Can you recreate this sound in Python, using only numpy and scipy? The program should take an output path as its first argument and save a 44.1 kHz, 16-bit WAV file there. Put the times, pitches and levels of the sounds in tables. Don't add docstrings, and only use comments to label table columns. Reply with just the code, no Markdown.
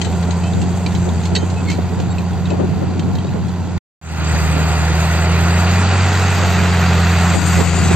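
import sys
import numpy as np
from scipy import signal
from scipy.io import wavfile
from scipy.ndimage import uniform_filter1d

SR = 44100
rng = np.random.default_rng(int(sys.argv[2]) if len(sys.argv) > 2 else 0)


def makeup_ratio(level_db):
    decades = np.asarray(level_db, float) / 20
    return 10 ** decades


def wrap_up_sound(samples):
    columns = np.atleast_2d(samples).T
    tamed = np.clip(columns, -1, 1)
    steps = np.round(tamed * 32767).astype(np.int16)
    wavfile.write(sys.argv[1], SR, steps)


N = 350595
TIME = np.arange(N) / SR
CUT_S, BACK_S = 3.778, 4.014
LEAVING = TIME < CUT_S


def evened(x):
    return x / np.sqrt(np.mean(abs(x) ** 2) + 1e-20)


def read(points, hz):
    f, value = np.transpose(points)
    return np.interp(np.log(hz + 1), np.log(f + 1), value)


def curves(tables):
    s, *columns = np.transpose(np.vstack(tables))
    return [np.interp(TIME, s, c) for c in columns]


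def wander(hz):
    low_pass = signal.butter(2, hz, fs=SR / 32, output="sos")
    steps = signal.sosfilt(low_pass, rng.standard_normal(N // 32 + 1))
    return np.interp(np.arange(N) / 32, np.arange(len(steps)), evened(steps))


def band_pass(x, low_hz, high_hz):
    return signal.sosfilt(signal.butter(2, [low_hz, high_hz], "bandpass", fs=SR, output="sos"), x)


# time in seconds, lag of the left port in samples.
LAG = [(0, 1.5), (1.5, 2), (3.7, 2), (4.1, 3.5), (5.501, 3), (6.7, -0.5), (7.2, 1), (7.901, -1.5)]
# frequency in Hz, likeness from 0 to 1.
LIKENESS = [(100, 1), (1000, 0.99), (3000, 0.79), (7000, 0.63), (13000, 0.63)]
# frequency in Hz, width in Hz, gain in dB.
PANELS = [(712, 28, 3), (1410, 35, 3), (1916, 205, 5), (2463, 43, 5.5), (2676, 37, 6), (3941, 30, 4.5),
          (4688, 46, 8)]


def noise(spectrum, like, patchy_db, size):
    frames, hz = 4 * N // size + 5, np.fft.rfftfreq(size, 1 / SR)
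    a, b, c, d, patches = rng.standard_normal((frames, len(hz), 5)).T
    patches = uniform_filter1d(patches, size=len(hz) // 40, axis=0)
    patches = evened(uniform_filter1d(patches, size=8192 // size, axis=1))
    lag = np.interp(np.arange(frames) * size / 4 / SR, *np.transpose(LAG))
    same = np.clip(like * read(LIKENESS, hz), -1, 1)[:, None]
    right = a + 1j * b
    left = same * right + np.sqrt(1 - same ** 2) * (c + 1j * d)
    left = left * np.exp(-2j * np.pi * np.outer(hz, lag) / SR)
    panels_db = sum(db / (1 + ((hz - f) / width) ** 2) for f, width, db in PANELS)
    colour_db = read(spectrum, hz) + panels_db
    z = np.array([left, right]) * makeup_ratio(colour_db[:, None] + patchy_db * patches)
    return evened(signal.istft(z, nperseg=size, noverlap=3 * size // 4)[1][:, :N])


# time in seconds, level in dB.
WIND = [(0, -27.5), (.41, -31), (.61, -21.5), (.82, -32.5), (1.02, -26.5), (1.3, -30), (2.04, -27),
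        (2.24, -30.5), (2.6, -26), (3.2, -24.5), (3.67, -29.5), (4.5, -29.5), (5, -32.5), (6.12, -35),
        (6.53, -29), (6.75, -35), (7.15, -34.5), (7.4, -26)]
# frequency in Hz, level in dB per Hz.
BUFFET = [(30, -22), (64, -20.5), (78, 1), (130, 3.5), (200, -1), (350, -25), (600, -35.5), (3000, -58)]
# frequency in Hz, level in dB per Hz.
GUST = [(60, -33.5), (150, -13.5), (250, 10.5), (400, -2.5), (600, -19.5), (1200, -37), (3000, -51.5)]
LAST_GUST_S, LAST_GUST_DB_PER_S = 7.58, 12.5
GUST_DB, GUST_GROWTH = -8.5, 1.5


def wind():
    buffet_db = curves([WIND])[0] + LAST_GUST_DB_PER_S * np.maximum(TIME - LAST_GUST_S, 0)
    gust_db = buffet_db + GUST_DB + (GUST_GROWTH - 1) * (buffet_db + 30)
    buffet_lumps = np.clip([wander(34), wander(11)], -3, 1.6)
    gust_lumps = np.clip([wander(30), wander(27)], -3, 1.4)
    buffeting = makeup_ratio(buffet_db + 4 + 2.2 * buffet_lumps) * noise(BUFFET, 0.029, 1.5, size=2048)
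    gusts = makeup_ratio(gust_db + 1.5 + 3.9 * gust_lumps) * noise(GUST, 0.05, 2.3, size=512)
    return buffeting + gusts


# time in seconds, level in dB, length in seconds, port (1 left, -1 right).
SLAPS = [(0.074, -18.5, 0.0052, -1), (0.291, -13.5, 0.0043, -1), (0.583, -26, 0.031, 1),
         (0.871, -18.5, 0.0083, -1), (1.078, -16.5, 0.017, 1), (1.327, -21, 0.026, -1),
         (1.377, -19, 0.021, -1), (1.433, -11.5, 0.0062, -1), (1.789, -10.5, 0.006, -1),
         (1.824, -27.5, 0.0085, -1), (1.93, -23, 0.012, -1), (1.999, -20.5, 0.02, -1),
         (2.531, -14, 0.032, 1), (2.606, -10, 0.02, 1), (2.643, -12, 0.013, 1), (2.828, -15, 0.019, 1),
         (3.089, -25.5, 0.024, -1), (3.248, -18, 0.0078, 1), (3.362, -20, 0.026, -1),
         (4.571, -12.5, 0.0052, -1), (4.61, -23, 0.013, -1), (5.386, -21, 0.009, 1),
         (6.636, -20, 0.012, -1), (7.367, -10, 0.022, -1), (7.62, -13.5, 0.044, -1),
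         (7.916, -9, 0.0079, -1)]
SHELTER_DB = -17.5


def wind_slaps():
    rush = band_pass(rng.standard_normal((2, N)), 190, 500)
    rush /= np.sqrt(uniform_filter1d(rush ** 2, size=500))
    swells = np.zeros((2, N))
    for s, db, length, port in SLAPS:
        near = slice(round((s - 3 * length) * SR), round((s + 3 * length) * SR))
        ports = makeup_ratio(db - 1.35 + SHELTER_DB * np.array([[port < 0], [port > 0]]))
        swells[:, near] += ports * np.exp(-((TIME[near] - s) / (0.92 * length)) ** 2)
    return swells * rush


# frequency in Hz, level in dB, decay by 60 dB in seconds.
DISC = [(1935, -5, 0.1), (2600, -1.5, 0.091), (3100, -4.5, 0.23), (3795, -3, 0.11), (4100, -1.5, 0.18),
        (4450, -12, 0.054), (4520, -4.5, 0.18), (5500, -5.5, 0.1), (6480, -11, 0.4), (6300, -18, 0.053),
        (7720, -3.5, 0.15)]
PEBBLES_PER_S, PEBBLE_DECAY = 26, 0.22


def pebbles():
    t, out = np.arange(2500) / SR, np.zeros((2, N))
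    struck = rng.random(N) < PEBBLES_PER_S / SR
    size = makeup_ratio(3.5 * np.minimum(rng.exponential(1, N), 3)) * struck
    for hz, db, t60 in DISC:
        for spread in (0.9, 1.08):
            ring = makeup_ratio(db - 60 * t / (PEBBLE_DECAY * t60)) * np.sin(2 * np.pi * hz * spread * t)
            ring *= np.minimum(t / 0.0026, 1)
            ticks = signal.oaconvolve(size * rng.standard_normal(N), ring)[:N]
            out += ticks * makeup_ratio(rng.uniform(-2.5, 3, (2, 1)))
    return makeup_ratio(-47.5 - 1.3 * TIME) * LEAVING * evened(out)


# time in seconds, peak in dB, loudest ring in Hz, crack against ring in dB,
# decay as a factor.
CLANKS = [(0.0144, -22.5, 3150, 3.5, 0.65), (0.0458, -27, 3980, -1.5, 0.95), (0.225, -47.5, 1980, 17, 0.66),
          (0.3065, -26.5, 6580, 1.5, 0.6), (0.4362, -23.5, 2490, -8.5, 0.65), (0.6145, -27, 2770, 1, 0.85),
          (0.8622, -13, 2370, -9.5, 0.34), (0.9485, -25, 3970, 3, 0.74), (1.2336, -26.5, 6350, -3, 0.6),
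          (1.2522, -26, 4340, 4, 0.82), (1.3514, -8, 4420, -6.5, 0.6), (1.3619, -7, 3894, -8.5, 0.5),
          (1.4997, -35.5, 7220, 9, 0.74), (1.6854, -25.5, 2035, -5.5, 0.98),
          (1.6989, -30.5, 2100, 13, 0.98), (1.7143, -21, 2300, -2, 0.98), (1.8893, -44.5, 1800, 10.5, 0.47),
          (2.0004, -34, 2400, 9.5, 0.49), (2.1821, -19.5, 2590, -16.5, 0.37),
          (2.4542, -26.5, 3740, -12.5, 0.6), (2.5024, -23, 2576, -7.5, 0.75),
          (2.9938, -22, 3670, 0.5, 0.36), (3.1515, -29.5, 3800, 3, 0.6), (3.185, -25, 3200, -10.5, 0.42)]
WING_DB, WING_PAST_S, AHEAD_DB = 16, 0.37, -2


def stone_clanks():
    out, t = np.zeros((2, N)), np.arange(9000) / SR
    hz, mode_db, t60 = np.transpose(DISC)[:, :, None]
    soft_db = -2.5 * np.log2(hz / 4000).clip(0)
    for s, db, own_hz, crack_db, decay in CLANKS:
        pan_db = WING_DB if s < WING_PAST_S else AHEAD_DB
        chance = rng.random((2, len(DISC), 1))
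        detuned_hz = hz * (1 + 0.05 * (chance[1] - 0.5))
        ring_db = mode_db + soft_db - 10 * chance[0] - 60 * t / t60 / decay
        rings = makeup_ratio(ring_db) * np.sin(2 * np.pi * detuned_hz * t)
        own = makeup_ratio(-60 * t / (0.13 * decay)) * np.sin(2 * np.pi * own_hz * t)
        rubble = rng.standard_normal((2, len(t)))
        crack = band_pass(rubble + 0.33 * rubble[::-1], 1700, 7500)
        crack *= makeup_ratio(crack_db + 8 - 60 * t / (0.1 * decay))
        ports = makeup_ratio(db - 7 + np.array([[0.5], [-0.5]]) * pan_db)
        hit = (rings.sum(0) + own + crack) * np.minimum(t / 0.0016, 1) * ports
        out[:, round(s * SR):][:, :len(t)] += hit
    return out


# start in seconds, length in seconds, pitch in Hz, level in dB,
# octave level in dB.
SQUEAKS = [
    (0.42, .09, 2620, -36.5, -50),
    (.44, .065, 3100, -40.5, -57),
    (1.37, 0.079, 3100, -37, -53.5),
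    (1.557, 0.065, 2582, -35.5, -55),
    (1.67, .05, 2170, -27, -34),
    (.14, .03, 1600, -45, -48.5),
    (2.101, 0.034, 3800, -41, -37),
    (2.09, 0.046, 4400, -43, -61),
    (3.262, .035, 3850, -42, -60),
]


def squeaks():
    out = np.zeros(N)
    for s, length, pitch_hz, db, octave_db in SQUEAKS:
        swell = np.sin(np.pi * np.clip((TIME - s) / length, 0, 1)) ** 0.6
        spin = 2 * np.pi * pitch_hz * (TIME - s) + 0.2 * wander(40)
        out += swell * (makeup_ratio(db) * np.sin(spin) + makeup_ratio(octave_db) * np.sin(2 * spin))
    return out


# frequency in Hz, level in dB per Hz.
HISS = [(1200, -20), (2000, -1), (2900, -5.5), (4000, -4), (8000, 16.5), (16000, -9.5)]


def soil_hiss(hiss_db, beat):
    surge_db = np.where(LEAVING, 1.6, 0.8) * wander(23)
    leaving = noise(HISS, 0.45, 2.0, size=512)
    nearing = noise(HISS, 1.0, 3.2, size=512)
    return makeup_ratio(hiss_db + 1.5 + surge_db) * np.where(LEAVING, leaving, nearing) * np.sqrt(beat)


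# frequency in Hz, level in dB per Hz.
ROAR = [
    [(40, -12), (65, -5.5), (100, 5), (200, 7), (300, -2.5), (400, 4.5), (560, -2.5), (740, 1.5),
     (1000, -1.5), (1200, -9.5), (1430, -7.5), (1750, -14.5), (2900, -16.5), (8000, -19)],
    [(40, -4), (65, -8.5), (120, 0), (200, -4.5), (280, -0.5), (400, 1), (560, -1.5), (740, 3), (1120, -1),
     (1430, 0), (1750, -5.5), (2700, -7), (3000, -9), (8000, -14)],
]


def engine_roar(beat):
    leaving = makeup_ratio(6) * noise(ROAR[0], 1.0, 0.79, size=1024)
    nearing = makeup_ratio(4) * noise(ROAR[1], 1.0, 0.88, size=1024)
    return np.where(LEAVING, leaving, nearing) * beat


# multiple of the firing rate, level leaving in dB,
# level approaching in dB, both against the firing tone.
CRANK = [(0.832, -33.5, -36), (1.167, -34, -26), (1.333, -17, -27.5), (1.5, -30.5, -14), (1.667, -24, -17),
         (1.833, -15, -19.5), (2.167, -43.5, -21.5), (2.5, -28, -22.5), (3, -32, -36), (4.5, -26.5, -23.5),
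         (4.167, -24, -36.5), (2.333, -21, -21), (4, -28, -36.5)]


def exhaust_tones(firing_hz, tone_db, octave_db):
    turns = np.cumsum(firing_hz * (1 + 0.0017 * wander(13.7))) / SR
    out = makeup_ratio(tone_db + 0.31 * wander(16)) * np.cos(2 * np.pi * turns)
    out += makeup_ratio(octave_db + 1.03 * wander(4.2)) * np.cos(4 * np.pi * turns - 0.45)
    for order, behind_db, front_db in CRANK:
        level_db = tone_db + np.where(LEAVING, behind_db, front_db) + 1.3 * wander(2.66)
        phase = rng.random() + 0.054 * wander(3.7)
        out += makeup_ratio(level_db) * np.cos(2 * np.pi * (order * turns + phase))
    return np.sqrt(2) * out, turns


# time in seconds, firing rate in Hz, firing tone in dB,
# soil hiss against roar in dB.
DRIVE = [
    [(0, 87.24, -22, -9.5), (.3, 87.1, -18.5, -7), (.8, 89.7, -21, -6.5), (1.15, 86.6, -18, -6.5),
     (1.5, 90.6, -20, -7), (1.85, 87.8, -21.5, -13), (2.6, 89, -21.5, -17), (3.05, 90.6, -23, -19),
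     (3.77, 87.43, -23, -13.5)],
    [(4.05, 81.64, -17.5, -4), (4.3, 78.6, -17, -3.5), (4.85, 79.77, -16.5, -6.5), (5.48, 85.27, -14.5, -7),
     (5.95, 92.44, -14, -11), (6.42, 91.1, -15.5, -9.5), (7.0, 86.14, -13.5, -15.5), (7.4, 87, -15, -3),
     (7.7, 85.24, -13, -3.5)],
]
LEAVE_DB, LEAVE_DB_PER_S = -32.5, -1.08
NEAR_DB, NEAR_DB_PER_S, HELD_DB = -27.5, 2.5, -23
OCTAVE_DB, BEHIND_DB, KNEE_HZ, OCTAVE_DB_PER_HZ = -5, 2, 88.6, -2.5


def tractor():
    firing_hz, tone_db, hiss_db = curves(DRIVE)
    slope = np.where(LEAVING, 0.4, 1) * OCTAVE_DB_PER_HZ
    octave_db = tone_db + OCTAVE_DB + BEHIND_DB * LEAVING + slope * np.maximum(firing_hz - KNEE_HZ, 0)
    nearing_db = np.minimum(NEAR_DB + NEAR_DB_PER_S * (TIME - BACK_S), HELD_DB)
    roar_db = np.where(LEAVING, LEAVE_DB + LEAVE_DB_PER_S * TIME, nearing_db)
    tones, turns = exhaust_tones(firing_hz, tone_db, octave_db)
    beat = 1 + 0.14 * np.cos(2 * np.pi * turns) + 0.037 * np.cos(np.pi * turns)
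    return tones + makeup_ratio(roar_db) * (engine_roar(beat) + soil_hiss(hiss_db, beat))


def scene():
    return wind() + wind_slaps() + pebbles() + stone_clanks() + squeaks() + tractor()


# time in seconds, depth in dB, recovery in seconds.
DUCKS = [
    (7.358, 9.5, 0.18),
    (7.623, 8, 0.33),
]


def limiter(dry):
    dip_db = sum(depth * np.clip(1 - (TIME - s) / back, 0, 1) * (TIME > s) for s, depth, back in DUCKS)
    dipped = dry * makeup_ratio(-np.outer([0, 1], uniform_filter1d(dip_db, size=300)))
    wind_filter = signal.butter(4, 29, "highpass", fs=SR, output="sos")
    thinned = signal.sosfilt(wind_filter, dipped) + makeup_ratio(-16) * dipped
    return 0.95 * np.tanh(thinned / 0.95)


# lower edge in Hz, left gain in dB, right gain in dB, share of patches kept.
TREBLE_STEPS = [(0, -1, 0, 0.99), (4500, 4, -8.5, 0.92), (4726, -8, -3.5, 1), (6110, 0.1, -1.6, 0.85),
                (7830, 7, 6, 0.95), (7670, -4, -8.5, 0.93), (8475, -10.5, -12.5, 0.33), (9324, -16.5, -13.5, .1),
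                (9950, -18, -24.5, 0.013), (11494, -12, -9, 0.84), (12260, -13, -12.5, .4),
                (12900, -8.5, -6.5, .35), (14300, -9.5, -18, .12), (15500, -76.5, -87.5, 0.9)]


def stepped_treble(limited):
    hz, t, z = signal.stft(limited, SR, nperseg=1024, noverlap=768)
    edge_hz, left_db, right_db, kept = np.transpose(TREBLE_STEPS)
    band = np.searchsorted(edge_hz, hz, "right") - 1
    luck = uniform_filter1d(rng.standard_normal(z.shape[1:]), size=6, axis=0)
    luck = evened(uniform_filter1d(luck, size=11, axis=1))
    treble_db = 10 * np.log10((abs(z[:, hz > 6000]) ** 2).mean((0, 1)) + 1e-12)
    rise = evened(treble_db - uniform_filter1d(treble_db, size=120))
    shared_luck = evened(uniform_filter1d(rng.standard_normal(len(t)), size=16))
    luck = evened(luck - 0.2 * rise + 0.6 * shared_luck)
    share = 1 / (1 + np.exp(-1.7 * luck))
    after_fade = abs(t - 4.85) < 0.75
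    starved = (hz > 8400)[:, None] | ((hz > 4800)[:, None] & after_fade)
    allowed = kept[band][:, None] * np.where(t < CUT_S, 1.1, 0.9)
    mask = np.where(starved, np.clip((allowed - share) * 40, 0, 1), 1)
    z = z * mask * makeup_ratio(np.array([left_db, right_db])[:, band, None])
    return signal.istft(z, SR, nperseg=1024, noverlap=768)[1][:, :N]


def roll_off(x):
    return signal.sosfilt(signal.butter(12, 15720, fs=SR, output="sos"), x)


def record(dry):
    coloured = stepped_treble(limiter(dry))
    cut = makeup_ratio(-np.clip(TIME - CUT_S, 0, 1) * 4700)
    fade_in = np.clip(0.052 + (TIME - BACK_S) / 0.31, 0, 1)
    mix = coloured * np.where(TIME < BACK_S, cut, fade_in)
    return roll_off(mix)


dry = scene()
out = record(dry)
wrap_up_sound(out)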